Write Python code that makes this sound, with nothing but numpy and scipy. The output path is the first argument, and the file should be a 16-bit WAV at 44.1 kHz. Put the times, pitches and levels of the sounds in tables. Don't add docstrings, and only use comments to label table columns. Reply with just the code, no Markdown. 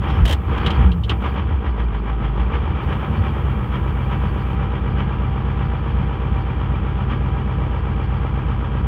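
import sys
import numpy as np
from scipy import signal
from scipy.fft import rfft, irfft, next_fast_len
from scipy.io import wavfile
from scipy.ndimage import uniform_filter1d

SR = 44100
rng = np.random.default_rng(int(sys.argv[2]) if len(sys.argv) > 2 else 0)


def unload_audio(sound):
    columns = np.transpose(np.atleast_2d(sound))
    steps = np.round(np.clip(columns, -1, 1) * 32767)
    wavfile.write(sys.argv[1], SR, steps.astype(np.int16))


def gain_from_db(level_db):
    decades = np.asarray(level_db, float) / 20
    return 10 ** decades


N = 391166
SIZE = next_fast_len(N + SR)
HZ = np.arange(SIZE // 2 + 1) * SR / SIZE + 1e-3
TIME = np.arange(N) / SR

# from t/s, to t/s, level/dB
HISS_STEPS = [
    (0, 1.355, -67),
    (2.82, 4.555, -67),
    (8.862, 8.9, -71),
]
# f/Hz, level/dB per Hz
HISS_COLOUR = [(4000, -2), (8000, -2), (10000, -2), (10500, -5), (11000, -1), (15700, 1)]
QUIET_HISS_DB = -75.5

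# from t/s, to t/s, f/Hz, width/Hz, level/dB
BELT_SLIP = (.088, .25, 5300, 700, -61)
# time/share of cycle, f/Hz, level/dB re sharp edge, scatter/dB, length/s
PUMP_RINGS = [
    (.745, 2360, -13, 2.2, .016),
    (.245, 2370, -17.5, 3.5, .016),
    (.1, 4450, -32, 4.5, .09),
]
TICK_SHARPNESS = 18

# t/s, peak level/dB, sizzle level/dB, air level/dB, body level/dB
SLAPS = [(0.098, -23, -34, -48, -9.5), (0.252, -11.5, -30, -28.5, 5.5), (0.276, -16.5, -27, -20.5, 7),
         (0.292, -16, -22.5, -25.5, 6.5), (0.308, -18, -20, -22.5, 8.5), (0.324, -14, -25, -21, 8.5),
         (0.575, -26.5, -19.5, -31.5, -1), (0.661, -9, -37, -46, -12), (0.7022, -14.5, -23, -48, -16),
         (0.915, -22, -33, -37, -24), (1.035, -19.5, -42, -39, -13.5), (1.093, -8.5, -30, -31, -21),
         (1.216, -39.5, -34, -41, 5)]
# f/Hz, width/Hz, level/dB
METAL_RING = [(3120, 600, 14), (2780, 130, 7.5), (3620, 350, 1)]
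CLATTER_T60_S = 0.045
# centre t/s, f/Hz, peak level/dB, length/s
SHUDDERS = [(0.234, 57.7, -1, 0.045), (0.85, 62, -13, 0.16), (0.88, 182, -17, 0.096),
            (0.959, 170, -18.5, 0.15), (3.2, 93, -9, 0.07), (3.2, 225, -29, 0.58), (2.27, 130, -25.5, 0.6),
            (1.1, 110, -25, 0.97)]

# t/s, turns per minute
SPEED = [(0.0, 906.8), (0.9, 914.4), (1.14, 825.7), (1.4, 922.8), (1.75, 862.5), (1.95, 797.0),
         (2.4, 804.4), (2.7, 926.1), (2.95, 1007.2), (3.2, 1096.3), (3.4, 1028.5), (3.55, 936.5),
         (3.95, 963.8), (5.8, 959.6), (6.2, 955.3), (8.87, 951.8)]
START_CYCLE = 1.39
STEADY_CYCLE = 5533
HUNT_HZ, HUNT_WIDTH_HZ, HUNT_CYCLES, HUNT_DB = 2.8, 1.3, .006, .9
# t/s, level/dB re warm idle, depth of the cylinder pattern
FUEL = [(0, 3, 0.25), (.1, 5.5, 0.43), (.32, -1, 2.3), (.38, -3, .5), (.47, -2.5, 0.45), (.52, 6, 0.21),
        (.85, 4.5, 0.52), (.95, -7, 0.35), (1.08, -7.5, 1.2), (1.12, -2.5, 1), (1.2, -2.5, 2),
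        (1.24, 2, 1.3), (1.5, -1.5, 1.5), (1.9, -3, 1.1), (2.9, 2.5, 1.4), (3.6, 0, 0.88), (4.2, 0.5, 1.3),
        (8.87, -0.5, 1.5)]
IDLE_DB = {"thump": -19.5, "growl": -32.5, "knock": -29.5, "edge": -42.5}
FUEL_SHARE = {"thump": 0.05, "growl": 0.68, "knock": 1.0, "edge": 1.3}
# t/s, level/dB over its usual knock
HARD_STROKES = [(.67, 4), (1.11, 12), (1.26, 5.5), (1.38, 4.5), (1.51, 1), (1.67, 5), (1.8, 5.5),
                (1.95, 3.5), (2.09, 3.5), (2.25, 3.5), (2.4, 3), (2.55, 5.5), (2.93, 2), (3.27, 3),
                (3.75, 5), (4.13, 4.5), (4.25, 1.5), (4.63, 1.5), (5.0, 5.5), (5.62, 1.5), (6.62, 0),
                (7.12, 4.5), (7.76, 0.5), (8.51, 1.5)]
HARD_SHARE = {"thump": 0.06, "growl": 0.6, "knock": 0.63, "edge": 1.39}
HARD_S = 0.025

# t/s, unevenness of the firing/0-1, scatter between firings/dB
COLD = [(0, .7, 3), (.7, .7, 3), (.8, .4, 2), (1, .7, 3), (1.5, .6, 2), (1.8, .12, 1.3), (2.4, .12, 1.3),
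        (2.7, 1, 2), (3.7, 1, 1), (4, 1, .55), (8.87, 1, .5)]
# arrival/share of cycle, level/dB
THUMPS = [(.086, 2.8), (.14, .3), (.262, -4.3), (.383, -7.7), (.529, .1), (.782, 1.6), (.837, 4.9),
          (.906, 1.1)]
# f/Hz, width/Hz, level/dB, sign
CAB_MODES = [(71, 44, -23.2, 1), (82, 23, -21, -1), (124, 12, -34.9, -1), (149, 7, -37.8, -1),
             (176, 7, -43.3, -1), (202, 30, -44.9, -1)]
# f/Hz, level/dB per Hz
RUMBLE = [(25, -30.5), (40, -9.5), (55, -13), (100, -3), (140, 3.5), (200, -0.5), (250, -13.5), (400, -66)]
# t/s, thump level/dB over idle, half length/s
LURCHES = [(0, 3, 0.03), (0.2, 7.5, 0.073), (0.422, -3.5, 0.066), (0.504, 4.5, 0.056), (0.64, -6, 0.017),
           (0.679, 6.5, 0.011), (0.809, 13, 0.039), (0.88, 6, 0.045), (1.026, -2.5, .08), (2.892, 3, 0.087),
           (3.102, -2, 0.12)]

# time/share of cycle, growl level/dB, knock level/dB
CYLINDERS = [(.01, 0.5, 1.1), (.13, 0, -2.5), (.27, -2, -2), (.38, -1.1, 1.1), (.52, 2.2, 1.1), (.65, 4, 0),
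             (.79, -1.5, 3.3), (.91, -0.5, -0.4)]
# f/Hz, level/dB per Hz
BLOCK = [(200, -2.5), (260, -16.5), (400, -17), (520, -24.5), (740, -19.5), (800, -15), (1300, -15),
         (1500, -20.5), (2050, -27.5), (3300, -31), (4000, -50.5), (5000, -56.5), (7000, -67),
         (9000, -93.5)]
# f/Hz, width/Hz, level/dB
BLOCK_MODES = [(327, 8.3, 2.5), (473, 22, 7), (564, 38, 5), (781.4, 8.3, 10), (888, 75, 1), (977, 18, 6),
               (1169, 25, 4.5), (1280, 12, 5.5), (1406, 12, 0), (1625, 29, 6), (1908, 22, 6),
               (2300, 90, 3.5), (3000, 67, 3.5), (3212, 20, 6)]
LOPE_DB = {"growl": .1, "knock": 1.3, "edge": .6}


def rms_one(x):
    return x / np.sqrt(np.mean(x ** 2) + 1e-20)


def evened(x, window_s):
    return x / np.sqrt(uniform_filter1d(x ** 2, int(window_s * SR)) + 1e-12)


def in_time(rows):
    s, *columns = np.transpose(rows)
    return [np.interp(TIME, s, c) for c in columns]


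def swell(s, half_s):
    return np.exp(-((TIME[::32] - s) / half_s) ** 2)


def fine(coarse):
    return np.interp(TIME, TIME[::32], coarse)


def through(x, response):
    return irfft(rfft(x, SIZE) * response, SIZE)[:N]


def noise_through(response):
    return rms_one(through(rng.standard_normal(N), response))


def resonance(hz, width_hz):
    return 1j * HZ * width_hz / (hz ** 2 - HZ ** 2 + 1j * HZ * width_hz)


def colour(points):
    hz, level_db = np.transpose(points)
    return gain_from_db(np.interp(np.log(HZ), np.log(hz), level_db))


def above(hz, order=4):
    return 1 / (1 + (hz / HZ) ** order)


def firings(cycles, shares):
    angle = np.arange(-1, 73)[:, None] + shares
    return np.interp(angle, cycles, np.arange(N), left=N, right=N).astype(int)


def strikes(at, gains):
    out = np.zeros(N + 1)
    np.add.at(out, at.ravel(), gains.ravel())
    return out[:N]


def hunting():
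    edges_hz = [HUNT_HZ - HUNT_WIDTH_HZ / 2, HUNT_HZ + HUNT_WIDTH_HZ / 2]
    band = signal.butter(2, edges_hz, "band", fs=SR / 32, output="sos")
    length = len(TIME[::32])
    wander = signal.sosfilt(band, rng.standard_normal(2 * length))
    return fine(rms_one(wander[length:]))


def crank():
    turning = np.cumsum(in_time(SPEED)[0]) / (120 * SR)
    return START_CYCLE + turning + HUNT_CYCLES * hunting()


def effort_db(layer):
    hard_db = fine(sum(db * swell(s, HARD_S) for s, db in HARD_STROKES))
    return IDLE_DB[layer] + FUEL_SHARE[layer] * in_time(FUEL)[0] + HARD_SHARE[layer] * hard_db


def microphone_hiss():
    gain = gain_from_db(QUIET_HISS_DB)
    for start, end, db in HISS_STEPS:
        gain = gain + gain_from_db(db) * (TIME >= start) * (TIME < end)
    return gain * noise_through(colour(HISS_COLOUR) * above(3700))


def belt_squeal():
    start, end, hz, width, db = BELT_SLIP
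    fade = np.interp(TIME, [start - .005, start, end], [0, 1, 0])
    return gain_from_db(db) * np.sqrt(fade) * noise_through(resonance(hz, width) ** 2)


def injectors(cycles):
    out = 0
    for share, hz, db, scatter_db, length in PUMP_RINGS:
        at = firings(cycles, np.array([share]))
        clicks = strikes(at, gain_from_db(scatter_db * np.clip(rng.standard_normal(at.shape), -3, 1.6)))
        carrier = rng.standard_normal(N)
        swish = hz > 3000
        if not swish:
            carrier = np.sin(2 * np.pi * hz * TIME) + .5 * carrier
        puffs = signal.fftconvolve(clicks, np.hanning(int(length * SR)), "same") * carrier
        width = hz / TICK_SHARPNESS * (1 + 2 * swish)
        out = out + gain_from_db(db) * rms_one(through(puffs, resonance(hz, width) ** 2))
    return gain_from_db(uniform_filter1d(effort_db("edge"), size=SR // 5)) * out


def clatter():
    ring = sum(gain_from_db(db) * resonance(hz, width) ** 2 for hz, width, db in METAL_RING)
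    sizzle = above(4000, order=8) * (1 - above(5400))
    air = above(6500)
    body = resonance(600, 300) + gain_from_db(-5.5) * resonance(1600, 450)
    noises = [noise_through(band) for band in (ring, sizzle, air, body)]
    decay_rates = 0.67, 1.0, 3.3, .8
    age = np.arange(SR // 4) / SR
    rise = 1 - np.exp(-age / 0.0041)
    out = np.zeros(N)
    for s, peak_db, sizzle_db, air_db, body_db in SLAPS:
        i = int(s * SR)
        span = slice(i, i + len(age))
        levels_db = -6.5, sizzle_db - 1.5, air_db - 7.5, body_db - 12
        for noise, db, rate in zip(noises, levels_db, decay_rates):
            fall_db = 60 * rate * age / CLATTER_T60_S
            out[span] += gain_from_db(peak_db + db - fall_db) * rise * noise[span]
    return out


def shudder():
    out = 0
    for s, hz, db, length in SHUDDERS:
        envelope = np.exp(-(3.2 * (TIME - s) / length) ** 2)
        out = out + gain_from_db(db) * envelope * np.sin(2 * np.pi * hz * TIME)
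    return out


def knock(cycles):
    depth = in_time(FUEL)[1]
    share, growl_db, knock_db = np.transpose(CYLINDERS)
    at = firings(cycles, share)
    deep = depth[np.minimum(at, N - 1)]
    repeated = rng.standard_normal(SR // 8)[(cycles % 1 * (SR // 8)).astype(int)]
    modes = 1 + sum((gain_from_db(db) - 1) * resonance(hz, width) for hz, width, db in BLOCK_MODES)
    block = above(200, order=8) * colour(BLOCK) * modes
    low, high = above(620, order=6), above(1550, order=6)
    # layer, cylinder pattern/dB, decay/s, repeating share, steady bed, band, trim/dB
    layers = [("growl", growl_db, .006, .75, .35, 1 - low, .5),
              ("knock", knock_db, .012, .7, .55, low * (1 - high), -7),
              ("edge", knock_db, .014, .35, .65, high, .5)]
    lope = depth * np.cos(2 * np.pi * (cycles - .68))
    out = 0
    for layer, pattern_db, decay_s, repeat, bed, band, trim_db in layers:
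        fall = np.exp(-1 / (decay_s * SR))
        hits = strikes(at, gain_from_db(deep * pattern_db + rng.standard_normal(at.shape)))
        burst = signal.lfilter([1], [1, -fall], hits)
        burst = uniform_filter1d(burst, size=SR // 140, origin=SR // 400)
        rattle = repeat * repeated + np.sqrt(1 - repeat ** 2) * rng.standard_normal(N)
        driven = gain_from_db(LOPE_DB[layer] * lope) * (burst + bed) * rattle
        out = out + gain_from_db(effort_db(layer) + trim_db) * evened(through(driven, block * band), 0.57)
    return out


def thump(cycles):
    uneven, scatter_db = in_time(COLD)
    share, pattern_db = np.transpose(THUMPS)
    even = np.arange(8) / 8 + .03
    start = np.minimum(firings(cycles, even), N - 1)
    start[:3] = 0
    chance = rng.standard_normal(start.shape + (2,)) * scatter_db[start][..., None]
    arrival = even + uneven[start] * (share - even) + chance[..., 1] / 500
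    at = firings(np.arange(N) / STEADY_CYCLE, arrival)
    pulses = strikes(at, gain_from_db(uneven[start] * pattern_db + chance[..., 0]))
    cab = sum(sign * gain_from_db(db) * resonance(hz, width) for hz, width, db, sign in CAB_MODES)
    bent = np.interp(cycles * STEADY_CYCLE, np.arange(N), through(pulses, cab))
    boom = rms_one(through(bent, above(45) * (1 - above(330))))
    boom = boom + gain_from_db(2 * scatter_db - 15) * noise_through(colour(RUMBLE))
    boom = boom + gain_from_db(-21) * np.sin(2 * np.pi * 24 * cycles)
    lurch_db = fine(sum(db * swell(s, half_s) for s, db, half_s in LURCHES))
    return gain_from_db(effort_db("thump") + lurch_db) * evened(boom, 1.0)


def scene():
    cycles = crank()
    boom = gain_from_db(HUNT_DB * hunting()) * thump(cycles)
    mix = belt_squeal() + injectors(cycles) + clatter() + shudder() + knock(cycles) + boom
    return mix[None]


def low_pass(x):
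    return signal.sosfilt(signal.butter(12, 15720, fs=SR, output="sos"), x)


def record(dry):
    heard = through(dry[0], above(38, order=10)) + microphone_hiss()
    rounded = 1.4 * np.tanh(heard[None] / 1.4)
    return low_pass(rounded)


dry = scene()
out = record(dry)
unload_audio(out)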